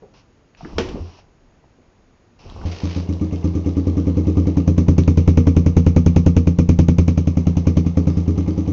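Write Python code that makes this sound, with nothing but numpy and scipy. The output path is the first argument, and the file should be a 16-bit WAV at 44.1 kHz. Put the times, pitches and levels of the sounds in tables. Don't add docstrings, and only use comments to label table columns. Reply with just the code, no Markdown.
import sys
import numpy as np
from scipy import signal
from scipy.fft import rfft, irfft, next_fast_len
from scipy.io import wavfile
from scipy.ndimage import uniform_filter1d

SR = 44100
rng = np.random.default_rng(int(sys.argv[2]) if len(sys.argv) > 2 else 0)


def store_pcm(level_fs):
    pcm = np.round(np.clip(level_fs, -1, 1) * 32767).astype(np.int16)
    wavfile.write(sys.argv[1], SR, np.atleast_2d(pcm).T)


N = 384552
TIME = np.arange(N) / SR
CATCH_S = 2.6535


def from_db(db):
    return 10 ** (np.asarray(db) / 20)


def rms_one(x):
    return x / np.sqrt(np.mean(x ** 2) + 1e-20)


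def curve(rows):
    return np.interp(TIME, *np.transpose(rows))


def swell(start, end, rise_s, t60):
    rise = np.clip((TIME - start) / rise_s, 0, 1)
    return rise * from_db(-60 * np.clip((TIME - end) / t60, 0, 3))


def clicks(times, sizes):
    places = np.round(np.asarray(times) * SR).astype(int)
    return np.bincount(np.clip(places, 0, N - 1), sizes, N)


def grains(per_s, spread_db):
    sizes = rng.standard_normal(N) * from_db(spread_db * rng.standard_normal(N))
    return (rng.random(N) < per_s / SR) * sizes


def ring(x, hz, t60):
    r = from_db(-60 / (t60 * SR))
    c = np.cos(2 * np.pi * hz / SR)
    return signal.lfilter([1, -r * c], [1, -2 * r * c, r * r], x + 1e-18)


def resonate(x, peaks):
    out, power = 0, 0
    for k, (hz, width, db) in enumerate(peaks):
        r = np.exp(-np.pi * width / SR)
        poles = [1, -2 * r * np.cos(2 * np.pi * hz / SR), r * r]
        band = (1 - r * r) / 2 * signal.lfilter([1, 0, -1], poles, x + 1e-18)
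        out = out + (-1) ** k * from_db(db) * band
        power += from_db(db) ** 2 * (1 - r * r) / 2
    return out / np.sqrt(power)


def colour(x, spectrum):
    size = next_fast_len(N, True)
    hz = np.maximum(np.fft.rfftfreq(size, 1 / SR), 1)
    points, db = np.transpose(spectrum)
    gain = from_db(np.interp(np.log(hz), np.log(points), db))
    gain = gain / (1 + (points[0] / hz / 2) ** 4) / (1 + (hz / points[-1] / 2) ** 4)
    return rms_one(irfft(rfft(x, size) * gain, size)[:N])


def noise(spectrum):
    return colour(rng.standard_normal(N), spectrum)


def garage(x, wet_db):
    garage_t60_s = 0.42
    t = TIME[:SR // 2]
    tail = rng.standard_normal(len(t)) * from_db(-60 * t / garage_t60_s) * (t > .004)
    reflections = signal.oaconvolve(x, tail / np.sqrt(np.sum(tail ** 2)))[:N]
    return x + from_db(wet_db) * reflections


# (frequency [Hz], relative level [dB])
QUIET_COLOUR = [(15, -35), (25, 5), (84, -1.5), (118, -1.5), (169, -5.5), (259, -4.5), (1880, -23),
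                (2620, -25.5), (3330, -29.5), (6820, -32.5), (7500, -48), (9750, -70), (16500, -120)]


def quiet_garage():
    whine = from_db(-78) * np.sin(2 * np.pi * 6650 * TIME)
    return from_db(-54) * noise(QUIET_COLOUR) + whine


# (time [s], level [dB], pitch [Hz], t60 [s])
KNOCKS = [(0.02, -44.5, 130, 0.4), (0.022, -35, 478, 0.13), (.549, -42, 2370, 0.014),
          (.607, -35, 780, 0.043), (0.63, -27.5, 170, 0.11), (0.648, -32.5, 1230, 0.051),
          (0.653, -30, 308, 0.1), (0.942, -18.5, 195, 0.078), (0.956, -27.5, 360, 0.23),
          (1.186, -40, 680, 0.036), (1.64, -46.5, 700, 0.035), (1.786, -46, 257, 0.074),
          (2.453, -39, 450, 0.11), (2.459, -33.5, 99, 0.18), (2.499, -32, 3000, 0.0088),
          (2.614, -39, 1500, .02), (3.136, -34, 3800, 0.0065), (5.036, -31, 3420, 0.0033),
          (5.407, -32, 2300, 0.0048)]


def knocks():
    spread = .27
    out, t = np.zeros(N), TIME[:SR // 4]
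    for s, db, hz, t60 in KNOCKS:
        edges = [hz / (1 + spread), hz * (1 + spread)]
        band = signal.butter(2, edges, "band", fs=SR, output="sos")
        settled = rms_one(signal.sosfilt(band, rng.standard_normal(SR // 2)))[-len(t):]
        attack = np.minimum(t * hz * 2, 1)
        start = round(s * SR)
        out[start:start + len(t)] += settled * from_db(db - 60 * t / t60) * attack
    return garage(out, wet_db=-6.0)


# (frequency [Hz], relative level [dB])
HISS_COLOUR = [(1000, 10.5), (1900, -3), (2700, 8), (3500, -0.5), (5600, 4), (6500, -7.5), (7400, -24)]
# (start [s], end of hold [s], level [dB])
HISSES = [(.135, 0.199, -55.5), (.568, 1.198, -53.5), (2.387, 3.045, -53)]


def passing_hiss():
    level = sum(from_db(db) * swell(start, end, 0.0059, 0.15) for start, end, db in HISSES)
    return level * noise(HISS_COLOUR)


# (frequency [Hz], relative level [dB])
SCRAPE_COLOUR = [(40, 16), (100, 6), (330, -0.5), (600, -9), (1100, -8), (1800, -41), (5000, -39.5)]
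# (start [s], end of stroke [s], level [dB])
KICKS = [(0.568, 0.962, -32.5), (2.375, 2.66, -34)]


def gear_scrape():
    strokes = sum(from_db(db) * swell(start, end, rise_s=0.24, t60=0.64) for start, end, db in KICKS)
    return strokes * colour(grains(per_s=1200, spread_db=2.0), SCRAPE_COLOUR)


def slug(pulses, width_s):
    u = np.arange(-SR // 100, SR // 100 + 1) / (width_s * SR)
    shape = (1 - 3 * u ** 2) / (1 + u ** 2) ** 3 / (width_s * SR)
    return signal.oaconvolve(pulses, shape, "same")


# (time [s], level into the standing waves [dB])
PUFFS = [(0.76, -25.5), (1.009, -26), (2.555, -33), (2.654, -24)]
# (frequency [Hz], t60 [s], level at the seat [dB], level at the silencer [dB])
BOOM = [(56.7, 0.16, -23, 3.5), (82.3, 0.26, -9, 7), (85.84, 0.35, 6.5, 2), (142.6, 0.2, -7.5, 4.5),
        (170.5, 0.38, -6.5, 1.5), (195.8, 0.21, -4, -7.5), (244.1, 0.22, -5, 3), (277.5, 0.14, 6.5, 2.5),
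        (312.3, 0.24, 6.5, 0), (379.6, .2, -7.5, -2.5), (416.6, 0.19, 1.5, -8.5), (467.6, 0.26, -2.5, 1.5),
        (511.6, 0.1, 4, 4), (572, 0.092, 0, -14.5)]


def pumped_air():
    times, db = np.transpose(PUFFS)
    puffs = clicks(times, from_db(db))
    pumped = sum(from_db(seat_db) * ring(puffs, hz, t60) for hz, t60, seat_db, _ in BOOM)
    return slug(pumped, width_s=0.0056)


# (frequency [Hz], relative level [dB])
CRASH_COLOUR = [(90, 11), (200, 19), (420, 19), (650, 7), (1000, 1.5), (1800, 0.5), (2900, 1), (4200, -6),
                (6000, -5.5), (7300, -23)]
# (frequency [Hz], relative level [dB], t60 [s])
FRAME = [(89.5, -9, 0.18), (190, -10, 0.12), (372, 2.5, 0.28), (464, 4, 0.13), (870, -8.5, 0.17),
         (1186, -12, 0.15), (1640, -32, .2), (2010, -18, .1), (2840, -16, 0.19), (3350, -26, .07)]
# (time [s], strength of the blow [dB])
LEVER = [(0.783, -17.5), (0.8, -38), (.858, -47.5), (0.888, -38.5)]


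def lever_crash():
    times, db = np.transpose(LEVER)
    blows = clicks(times, from_db(db))
    frame = 0
    for k, (hz, mode_db, t60) in enumerate(FRAME):
        frame = frame + (-1) ** k * from_db(mode_db) * ring(blows, hz, t60)
    decay = from_db(4.0) * ring(blows, 0, 0.049) + from_db(-4.5) * ring(blows, 0, 0.37)
    return from_db(-5.0) * frame + noise(CRASH_COLOUR) * decay


# (time [s], speed [firings per s])
SPEED = [(2.65, 7.81), (3.14, 7.84), (3.22, 8.9), (3.77, 9.39), (3.83, 9.98), (4.57, 9.99), (4.82, 9.49),
         (4.95, 10.38), (5.58, 10.4), (6.22, 9.94), (6.53, 9.22), (6.87, 10.66), (7.71, 9.84),
         (7.81, 10.77), (7.98, 10.03)]
# (time [s], share lost [cycles], weakening of the pulse [dB], negative is stronger)
STUMBLES = [(2.66, .43, 5), (3.33, 0.073, 2), (4.58, .05, -0.1), (5.18, 0.075, 1.5), (5.67, 0.081, 1.5),
            (6.48, 0.078, 1.5), (6.89, .06, -0.5), (7.87, 0.11, 5.5), (8.18, .07, 0.8)]


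def crank():
    drag_s = .07
    turned = np.cumsum(curve(SPEED)) / SR
    dragged = sum(lost * np.clip((TIME - s) / drag_s, 0, 1) for s, lost, _ in STUMBLES)
    return turned - np.interp(CATCH_S, TIME, turned) - dragged


# (time [s], level [dB])
PULSE = [(2.65, -19.5), (3.15, -16.5), (4.55, -12), (4.95, -9.0), (6.0, -8.5), (6.95, -10), (7.25, -13.5),
         (7.57, -14), (7.68, -10.5), (7.97, -11), (8.1, -13.5), (8.72, -16.0)]


def fire(cycles, near):
    times = np.interp(np.arange(int(cycles[-1]) + 1), cycles, TIME)
    pulse_db = np.interp(times, *np.transpose(PULSE))
    for s, _, weaker_db in STUMBLES:
        pulse_db[np.argmin(np.abs(times - s))] -= weaker_db
    closeness = np.interp(times, TIME, near) ** 0.75
    uneven_db = 1.13 * rng.standard_normal(len(times))
    rush_db = pulse_db - 35.5 + 9 * closeness + uneven_db
    return times, pulse_db, rush_db


# (frequency [Hz], width [Hz], relative level [dB])
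CASE = [(770, 130, 8), (1155, 91, -1), (2070, 68, -3.5), (2880, 440, -11.5), (6050, 200, -39)]


def piston_knock(times):
    lead_s, knock_t60 = 0.018, 0.053
    sizes = from_db(rng.normal(0, 1.5, len(times)))
    bursts = ring(clicks(times - lead_s, sizes), 0, knock_t60) * rng.standard_normal(N)
    return resonate(bursts, CASE)


def valve_ticks(times):
    sizes = from_db(rng.normal(0, 1.5, len(times) - 1))
    ticks = clicks(times[:-1] + .28 * np.diff(times), sizes)
    return ring(ticks, 0, 0.01) * noise(HISS_COLOUR)


# (frequency [Hz], relative level [dB])
WHIRR_COLOUR = [(150, 18), (400, 31), (750, 16.5), (1200, 11), (1450, -3.5), (1900, 1), (2200, -3),
                (2900, -2), (4000, 1), (5300, -4), (6000, 0), (7200, -15)]
# (frequency [Hz], width [Hz], relative level [dB])
CHAIN = [(1190, 60, -3.5), (2160, 48, 3), (2500, 70, -3.5), (3200, 130, -10.5), (6150, 350, -4)]


def cam_chain(times):
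    whirr = colour(grains(per_s=4600, spread_db=0.5), WHIRR_COLOUR)
    tension = ring(clicks(times, from_db(rng.normal(0, 1.5, len(times)))), 0, 0.34)
    chain = resonate(tension * grains(per_s=2100, spread_db=3.0), CHAIN)
    return from_db(-1) * (whirr + chain)


def engine_case(times, near):
    spin_up_s = 0.041
    clatter = from_db(-0.5) * piston_knock(times) + from_db(1.0) * valve_ticks(times)
    spin_up = np.clip(1 + (TIME - CATCH_S) / spin_up_s, 0, 1)
    running = spin_up * from_db(-39.5 - 7.5 * near ** 2.9)
    return running * (cam_chain(times) + garage(clatter, wet_db=0.0))


# (frequency [Hz], relative level [dB])
RUSH_COLOUR = [(300, 14.5), (550, 17), (720, 7.5), (900, 8), (1250, 10.5), (1450, -1.5), (1900, 0.5),
               (2300, 4), (3300, -1), (4800, -1), (6100, 6), (7300, -15)]
# (frequency [Hz], width [Hz], relative level [dB])
THROAT = [(355, 56, 2.5), (518.5, 59, 1.5), (595, 82, -8), (820, 200, -18.5), (1164, 88, -13),
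          (1246, 73, -18)]
# (frequency [Hz], width [Hz], relative level [dB])
SHELL = [(1160, 48, -2), (2206, 110, 6), (2398, 140, 8.5), (2800, 780, -1), (6280, 150, 3.5)]
# (frequency [Hz], width [Hz], relative level [dB])
CRACKLE = [(2440, 240, -1), (6330, 400, 0)]


def gas_rush(firings, near):
    times, pulse_db, rush_db = firings
    valve_lead_s, crackle_lead_s = 0.0038, 0.0027
    opening = uniform_filter1d(clicks(times - valve_lead_s, from_db(rush_db)), size=64)
    rush = ring(opening, 0, 0.2) * noise(RUSH_COLOUR) * from_db(8.0 - 5.56 * near)
    flow = ring(uniform_filter1d(clicks(times, from_db(pulse_db)), size=128), 0, 0.21)
    bark = flow * resonate(rng.standard_normal(N), THROAT) * from_db(-12.5 - 6 * near)
    shaken = ring(opening, 0, 0.087) * rng.standard_normal(N)
    buzz = resonate(shaken, SHELL) * from_db(-3.5 + 10.1 * near)
    front = ring(clicks(times - crackle_lead_s, from_db(rush_db)), 0, 0.0075)
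    crackle = resonate(front * rng.standard_normal(N), CRACKLE) * from_db(-2 + 9.8 * near)
    return rush + bark + garage(buzz + crackle, wet_db=-19.5)


def exhaust(firings, near):
    times, pulse_db, _ = firings
    seat_ring, silencer_ring = 1.21, 0.8
    place = np.interp(times, TIME, near)
    boom, late_s = 0, 0
    for hz, t60, seat_db, silencer_db in BOOM:
        uneven_db = 3.5 * np.sqrt(hz / BOOM[-1][0]) * rng.standard_normal(len(times))
        sizes = from_db(pulse_db + uneven_db)
        late_s += 0.002173 * (hz > 300)
        hard_db = 0.82 * (pulse_db + 15) * (hz > 220)
        at_seat = clicks(times + late_s, sizes * (1 - place) * from_db(seat_db + hard_db))
        at_silencer = clicks(times + late_s / 2, sizes * place * from_db(silencer_db))
        boom = boom + ring(at_seat, hz, t60 * seat_ring) + ring(at_silencer, hz, t60 * silencer_ring)
    direct = slug(clicks(times, place * from_db(pulse_db - 48) * SR), width_s=0.003)
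    return slug(boom, width_s=0.0023) + direct


# (frequency [Hz], relative level [dB])
RASP_COLOUR = [(700, 9), (1600, -1), (2500, 4.5), (3500, 0.5), (4700, 3), (6300, -2.5), (7400, -24)]


def starter_ratchet(cycles):
    lever_back_s, teeth_per_cycle, tooth_depth_db = 3.0, 7, 12
    tooth_db = tooth_depth_db * (1.0 - cycles * teeth_per_cycle % 1)
    level = swell(CATCH_S, lever_back_s, rise_s=0.0044, t60=0.098) * from_db(-49.5 + tooth_db)
    rasp = level * colour(grains(per_s=4700, spread_db=2.5), RASP_COLOUR)
    return garage(rasp, wet_db=-6)


# (time [s], place [0 at the seat .. 1 at the silencer])
PLACE = [(2.65, 0.0086), (4.35, 0.05), (4.72, 0.62), (5.0, 0.79), (6.9, 0.98), (7.4, 0.73), (7.9, 0.72),
         (8.35, 0.072)]


def scene():
    near = np.clip(curve(PLACE), 0, 1)
    cycles = crank()
    firings = fire(cycles, near)
    background = quiet_garage() + knocks() + passing_hiss()
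    kicks = gear_scrape() + lever_crash() + starter_ratchet(cycles)
    pipe = garage(pumped_air() + exhaust(firings, near), wet_db=-12 - 3.5 * near)
    engine = engine_case(firings[0], near) + gas_rush(firings, near) + pipe
    return (background + kicks + engine)[None]


def record(dry):
    overload, cutoff_hz = .69, 7500
    flattened = dry / (1 + np.abs(dry / overload) ** 24) ** (1 / 24)
    low_pass = signal.ellip(8, .5, 70, cutoff_hz, fs=SR, output="sos")
    return signal.sosfilt(low_pass, flattened)


dry = scene()
out = record(dry)
store_pcm(out)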